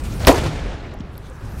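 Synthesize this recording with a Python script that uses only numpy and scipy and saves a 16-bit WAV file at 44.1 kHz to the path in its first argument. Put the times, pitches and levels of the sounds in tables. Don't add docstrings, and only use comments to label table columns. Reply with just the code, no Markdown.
import sys
import numpy as np
from scipy import signal
from scipy.fft import rfft, irfft
from scipy.io import wavfile
from scipy.ndimage import uniform_filter1d

SR = 44100
rng = np.random.default_rng(int(sys.argv[2]) if len(sys.argv) > 2 else 0)


def elevation(decibels):
    levels = np.asarray(decibels, float)
    return 10 ** (levels / 20)


def int16_out(signal):
    q = np.round(np.clip(np.atleast_2d(signal).T, -1, 1) * 32767)
    wavfile.write(sys.argv[1], SR, q.astype(np.int16))


N = 70560
SHOT_S = 0.2693


def evened(x):
    return x / np.sqrt(np.mean(x ** 2) + 1e-20)


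def steady(x, size):
    return x / np.sqrt(uniform_filter1d(x ** 2, size) + 0.24)


def wander(size):
    return evened(uniform_filter1d(uniform_filter1d(rng.standard_normal(N), size), size))


def read(points, hz):
    f, value = np.transpose(points)
    return np.interp(np.log(hz + 1), np.log(f + 1), value)


def curve(points, t):
    return np.interp(t, *np.transpose(points))


def coloured(points):
    hz = np.fft.rfftfreq(N, 1 / SR)
    edge = np.minimum(hz / points[0][0], 1) ** 2
    spectrum = rfft(rng.standard_normal(N)) * elevation(read(points, hz)) * edge
    return evened(irfft(spectrum, N))


def resonate(x, hz, width):
    turn = np.exp(2j * np.pi * hz * np.arange(len(x)) / SR)
    r = np.exp(-np.pi * width / SR)
    smoothed = signal.lfilter([1 - r], [1, -r], x / turn + 1e-18)
    return 2 * (turn * smoothed).real


def burst(rise, hold, t60, start=SHOT_S):
    t = np.arange(N) / SR - start
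    return np.clip(t / rise, 0, 1) * elevation(-60 * np.maximum(t - hold, 0) / t60)


def swell(middle, length):
    return np.exp(-((np.arange(N) / SR - middle) / length) ** 2)


def snaps(table):
    out = np.zeros(N + 2000)
    t = np.arange(2000) / SR
    for s, db, hz, width, t60 in table:
        snap = rng.standard_normal(2000)
        for _ in range(3):
            snap = resonate(snap, hz, width)
        start = round(s * SR)
        rise = np.minimum(t / 0.00074, 1)
        out[start:start + 2000] += evened(snap) * rise * elevation(db - 60 * t / t60)
    return out[:N]


def wind():
    # (time [s], level [dB])
    gusts = [(0.0, -24.5), (0.034, -23.5), (0.088, -24.5), (0.114, -22.5), (0.19, -25.5), (0.218, -22),
             (0.248, -20), (0.276, -16), (0.328, -22.5), (0.48, -22), (0.498, -28), (0.552, -27),
             (0.752, -28), (0.79, -35.5), (.82, -31.5), (0.926, -33), (1.398, -35.5), (1.438, -30),
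             (1.6, -29.5)]
    # (frequency [Hz], level per Hz [dB])
    wind_colour = [(12, -50.5), (20, -6.5), (65, -0.5), (248, -16.5), (354, -19.5), (573, -24.5),
                   (677, -27.5), (1380, -30), (3000, -42.5), (3900, -53), (6600, -120)]
    lump_top_hz, lumps_db = 221, 1.5
    x = coloured(wind_colour)
    low = signal.sosfiltfilt(signal.butter(2, lump_top_hz, fs=SR, output="sos"), x)
    gust_db = curve(gusts, np.arange(N) / SR)
    roar_db = 0.68 * uniform_filter1d(gust_db, size=2000) - 10.0
    buffeting = steady(low, size=2500) * elevation(gust_db + lumps_db * wander(size=500))
    return buffeting + (x - low) * elevation(roar_db)


def drone():
    low_hz, top_hz, level_db = 700, 1720, -48
    sos = signal.butter(6, [low_hz, top_hz], "band", fs=SR, output="sos")
    band = signal.sosfilt(sos, rng.standard_normal(N))
    return evened(band) * elevation(level_db) * swell(1.42, 0.19)


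def rustle():
    # (time [s], level [dB])
    hiss_level = [(0, -47.5), (.033, -51.5), (.038, -39.5), (.09, -45), (.14, -40.5), (.195, -45), (.2, -42),
                  (.27, -40), (.4, -73), (1.05, -71), (1.15, -60.5), (1.22, -60), (1.26, -56), (1.31, -58),
                  (1.45, -55), (1.56, -52.5), (1.6, -48.5)]
    # (frequency [Hz], level per Hz [dB])
    hiss_colour = [(880, -12), (1500, -15), (2470, 4), (2670, -3.5), (3960, -1.5), (9370, -6), (15600, -15)]
    # (frequency [Hz], level per Hz [dB])
    brush_colour = [(88, -31), (150, 0), (400, -22), (505, -8.5), (1050, -16), (8000, -34), (10400, -57.5),
                    (17600, -120)]
    brush_s, brush_db, brush_rise_s = 0.202, -29.5, 0.002
    z = signal.stft(coloured(hiss_colour), nperseg=256, noverlap=192)[2]
    patches = uniform_filter1d(rng.standard_normal(z.T.shape), 25, 0)
    patches = evened(uniform_filter1d(patches, 10, 1)).T
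    hiss = evened(signal.istft(z * elevation(2.0 * patches), nperseg=256, noverlap=192)[1][:N])
    hiss = hiss * elevation(curve(hiss_level, np.arange(N) / SR) + 0.81 * wander(size=150))
    brush_shape = burst(brush_rise_s, SHOT_S - brush_s, 0.14, brush_s)
    return hiss + elevation(brush_db) * coloured(brush_colour) * brush_shape


def noise_swells():
    # (middle [s], level [dB], pitch [Hz], width [Hz], length [s])
    soft_swells = [(1.26, -61, 7500, 3000, .015), (1.26, -54, 3500, 1800, .03), (.055, -46, 2500, 3000, .015),
                   (1.587, -52, 11500, 3000, .012), (.236, -44, 4300, 300, .01), (1.52, -61, 12500, 5000, .04),
                   (.352, -30, 800, 800, .025), (.397, -31, 2000, 2500, .01), (.462, -38, 2200, 2500, .018),
                   (1.137, -64, 10000, 6000, .01), (.235, -36, 270, 120, .02), (.853, -47, 2000, 1400, .03)]
    out = np.zeros(N)
    for s, db, hz, width, length in soft_swells:
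        band = resonate(resonate(rng.standard_normal(N), hz, width), hz, width)
        out += elevation(db) * evened(band) * swell(s, length)
    return out


def ticks():
    # (time [s], level [dB], pitch [Hz], width [Hz], t60 [s])
    small_snaps = [(0.3258, -20, 7460, 2500, 0.0088), (.480, -40, 11920, 6000, .008),
                   (.938, -45, 6960, 4000, 0.0074), (.941, -46, 11000, 8000, .006),
                   (.988, -48, 5000, 3500, .015), (1.004, -46.5, 4500, 4000, 0.042),
                   (1.004, -40.5, 2980, 2000, 0.029), (1.021, -62, 12800, 4000, .005),
                   (1.051, -45, 3950, 2000, 0.0084), (1.063, -59, 12000, 6960, 0.0056),
                   (1.176, -48, 12000, 6000, 0.023), (1.18, -46, 11000, 6000, .006),
                   (.847, -44, 2560, 1500, .04), (.801, -44, 3900, 1500, 0.034)]
    return snaps(small_snaps)


def knocks():
    # (middle [s], level [dB], pitch [Hz], length [cycles])
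    swings = [(.302, -4.5, 277, 2.57), (.291, -8.5, 516, 3.3), (.2985, -12.5, 636, 5),
              (.2706, -7.5, 5100, 2.4), (.272, -12, 11800, 4), (0.25, -10, 3200, 0.66),
              (.282, -9.5, 9700, .7), (.2855, -12, 6600, 0.41), (0.32, -13, 2600, 0.57),
              (.2932, -13, 7000, 0.77), (0.36, -23, 6500, 3.5), (1.0071, -19, 190, 0.54),
              (0.95, -29, 650, 1.1), (1.312, -37.5, 520, 5.8), (0.47, -21, 146, 4.4),
              (.472, -20, 102.4, 2.6), (0.31, -23, 47, 1.1), (.57, -24, 42.3, 2), (.67, -25, 39.6, 2.5),
              (0.51, -29, 154, 4.4), (1.452, -27, 108, 2), (0.25, -23.5, 70, 2.3),
              (1.1797, -26.5, 12300, 2.5), (1.3, -36, 8300, 1.7), (1.1797, -36, 4500, 1.3),
              (1.1542, -48, 14000, .8), (1.1542, -39, 4000, 1.2), (1, -42, 7000, 1.8),
              (.9415, -44, 12500, 2)]
    out = np.zeros(N)
    for s, db, hz, cycles in swings:
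        u = (np.arange(N) / SR - s) * hz
        out -= elevation(db) * np.cos(2 * np.pi * u) * np.exp(-(u / cycles) ** 2)
    return out


def echo():
    # (time [s], level [dB])
    roll = [(.3, -17), (.33, -27), (.38, -25), (.48, -31.5), (.51, -32), (.74, -36), (.78, -40.5),
            (.93, -43.5), (1.1, -49)]
    # (frequency [Hz], level per Hz [dB])
    roll_colour = [(59, -31), (100, -3), (621, -7), (836, -11.5), (970, -16.5), (1450, -14.5),
                   (10500, -30.5), (16000, -36.5)]
    returns_s = [.316, .345, .385, .398, .462, .853, .92]
    # (level relative to the roll [dB], length [s])
    returns = [(5, .005), (1.5, .025), (1, .012), (-4, .008), (5, .02), (2, .02), (2, .02)]
    air_db_per_s, air_power = 36, 2.35
    flicker_db, patch_db = 0.8, 1.2
    frames = N // 64 + 5
    hz = np.fft.rfftfreq(256, 1 / SR)[:, None]
    a, b, patches = rng.standard_normal((frames, 129, 3)).T
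    patches = evened(uniform_filter1d(uniform_filter1d(patches, 8, 0), 20, 1))
    late = np.maximum(np.arange(frames) * 64 / SR - roll[0][0], 0)
    air_loss_db = air_db_per_s * late * (hz / 10000) ** air_power
    colour = elevation(read(roll_colour, hz)) * np.minimum(hz / 150, 1)
    z = (a + 1j * b) * colour * elevation(patch_db * patches - air_loss_db)
    scatter = evened(signal.istft(z, nperseg=256, noverlap=192)[1][:N])
    t = np.arange(N) / SR
    level_db = curve(roll, t) + flicker_db * wander(size=300)
    for s, (db, length) in zip(returns_s, returns):
        level_db += db * swell(s, length)
    level_db -= 30 * np.maximum(t - roll[-1][0], 0)
    return scatter * elevation(level_db + 2.0) * burst(0.024, 9, 1)


def cracks():
    # (time [s], level [dB], pitch [Hz], width [Hz], t60 [s])
    shot_snaps = [(0.3, -31, 4000, 7300, 0.042), (.268, -26.5, 5600, 7000, 0.027),
                  (0.271, -11.5, 5400, 3500, 0.013), (0.271, -15, 15070, 3000, .018),
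                  (0.2709, -13, 11550, 3000, 0.018), (.2712, -8, 940, 500, 0.03),
                  (0.271, -11.5, 2260, 2500, .02), (0.2747, -10, 1700, 1200, 0.016),
                  (0.2757, -18.5, 5000, 7000, 0.0067), (0.2782, -10.5, 4500, 6000, 0.012),
                  (0.2818, -5.5, 3000, 3500, 0.013), (0.2828, -12, 7050, 8000, 0.012),
                  (0.283, -14, 6000, 8000, .01), (0.287, -18, 4500, 7000, 0.014),
                  (0.2918, -19, 11460, 3490, 0.011), (0.2929, -21, 3490, 6000, 0.0099),
                  (.297, -19, 4000, 7000, 0.021), (0.28, -24, 2150, 1800, 0.033)]
    return snaps(shot_snaps)


def blast():
    # (pitch [Hz], width [Hz], level [dB], peak after [s], t60 [s])
    hollows = [(272, 58, -10, 0.036, 0.022), (362.6, 142, -3, 0.012, 0.2), (523.6, 119, 0.5, 0.023, 0.05),
               (662, 80, -1.5, 0.03, 0.043), (794, 86, -7.5, 0.029, 0.1), (924, 187, -6, 0.025, 0.13),
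               (1700, 1100, -10.5, 0.0051, 0.071), (98, 32, -22, 0.013, 0.14)]
    # (frequency [Hz], level per Hz [dB])
    fizz_colour = [(530, -41), (900, -2), (2330, 1), (2760, 1.5), (6250, -10), (12400, -17), (16000, -30)]
    shocks_per_s, shock_s, shock_spread_db = 1500, 0.00025, 3
    blast_db, blast_rise_s = 0.5, 0.0055
    crack_db, crack_rise_s, crack_t60_s, crack_hz = -13, 0.00088, 0.018, 4500
    fizz_db, fizz_rise_s, fizz_hold_s, fizz_t60_s = -14, 0.0035, 0.021, 0.036
    push_db, push_s, push_fade, push_sag = -7, 0.004, 0.22, 0.62

    u = np.arange(400) / SR / shock_s
    shock = (1 - u) * np.exp(-u)
    hits = (rng.random(N) < shocks_per_s / SR) * elevation(shock_spread_db * rng.standard_normal(N))
    shocks = np.convolve(hits * rng.choice([-1, 1], N), shock)[:N]
    body = np.zeros(N)
    for hz, width, db, peak, t60 in hollows:
        ring = evened(resonate(resonate(shocks, hz, width), hz, width))
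        shape = burst(max(peak, blast_rise_s), peak, t60) ** 0.67
        body += elevation(db) * steady(ring, size=400) * shape

    sos = signal.butter(2, crack_hz, "high", fs=SR, output="sos")
    crack = signal.sosfilt(sos, rng.standard_normal(N))
    crack = crack * burst(crack_rise_s, 2 * crack_rise_s, crack_t60_s)
    fizz = coloured(fizz_colour) * elevation(2.76 * wander(size=25))
    fizz = fizz * burst(fizz_rise_s, fizz_hold_s, fizz_t60_s)
    v = np.maximum(np.arange(N) / SR - SHOT_S - 0.002, 0) / push_s
    push = -np.sin(np.pi * v ** push_sag) * np.exp(-push_fade * v)
    return elevation(blast_db) * body / 2 + elevation(push_db) * push + elevation(crack_db) * crack + elevation(fizz_db) * fizz


def scene():
    background = wind() + drone() + rustle() + noise_swells()
    details = ticks() + knocks()
    shot = echo() + cracks() + blast()
    return (background + details + shot)[None]


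def top_cut(x):
    return signal.sosfilt(signal.butter(12, 16320, fs=SR, output="sos"), x)


def record(dry):
    knee, ceiling, drive_db, edge_hz = 5.0, 1.0, 0.3, 15900
    dry = dry / elevation(drive_db)
    held = dry / (1 + abs(dry / ceiling) ** knee) ** (1 / knee)
    band_limit = signal.firwin(401, edge_hz, window=("kaiser", 8), fs=SR)
    held = signal.oaconvolve(held, band_limit[None], "same")
    return top_cut(np.clip(held * elevation(drive_db), -1, 1))


dry = scene()
out = record(dry)
int16_out(out)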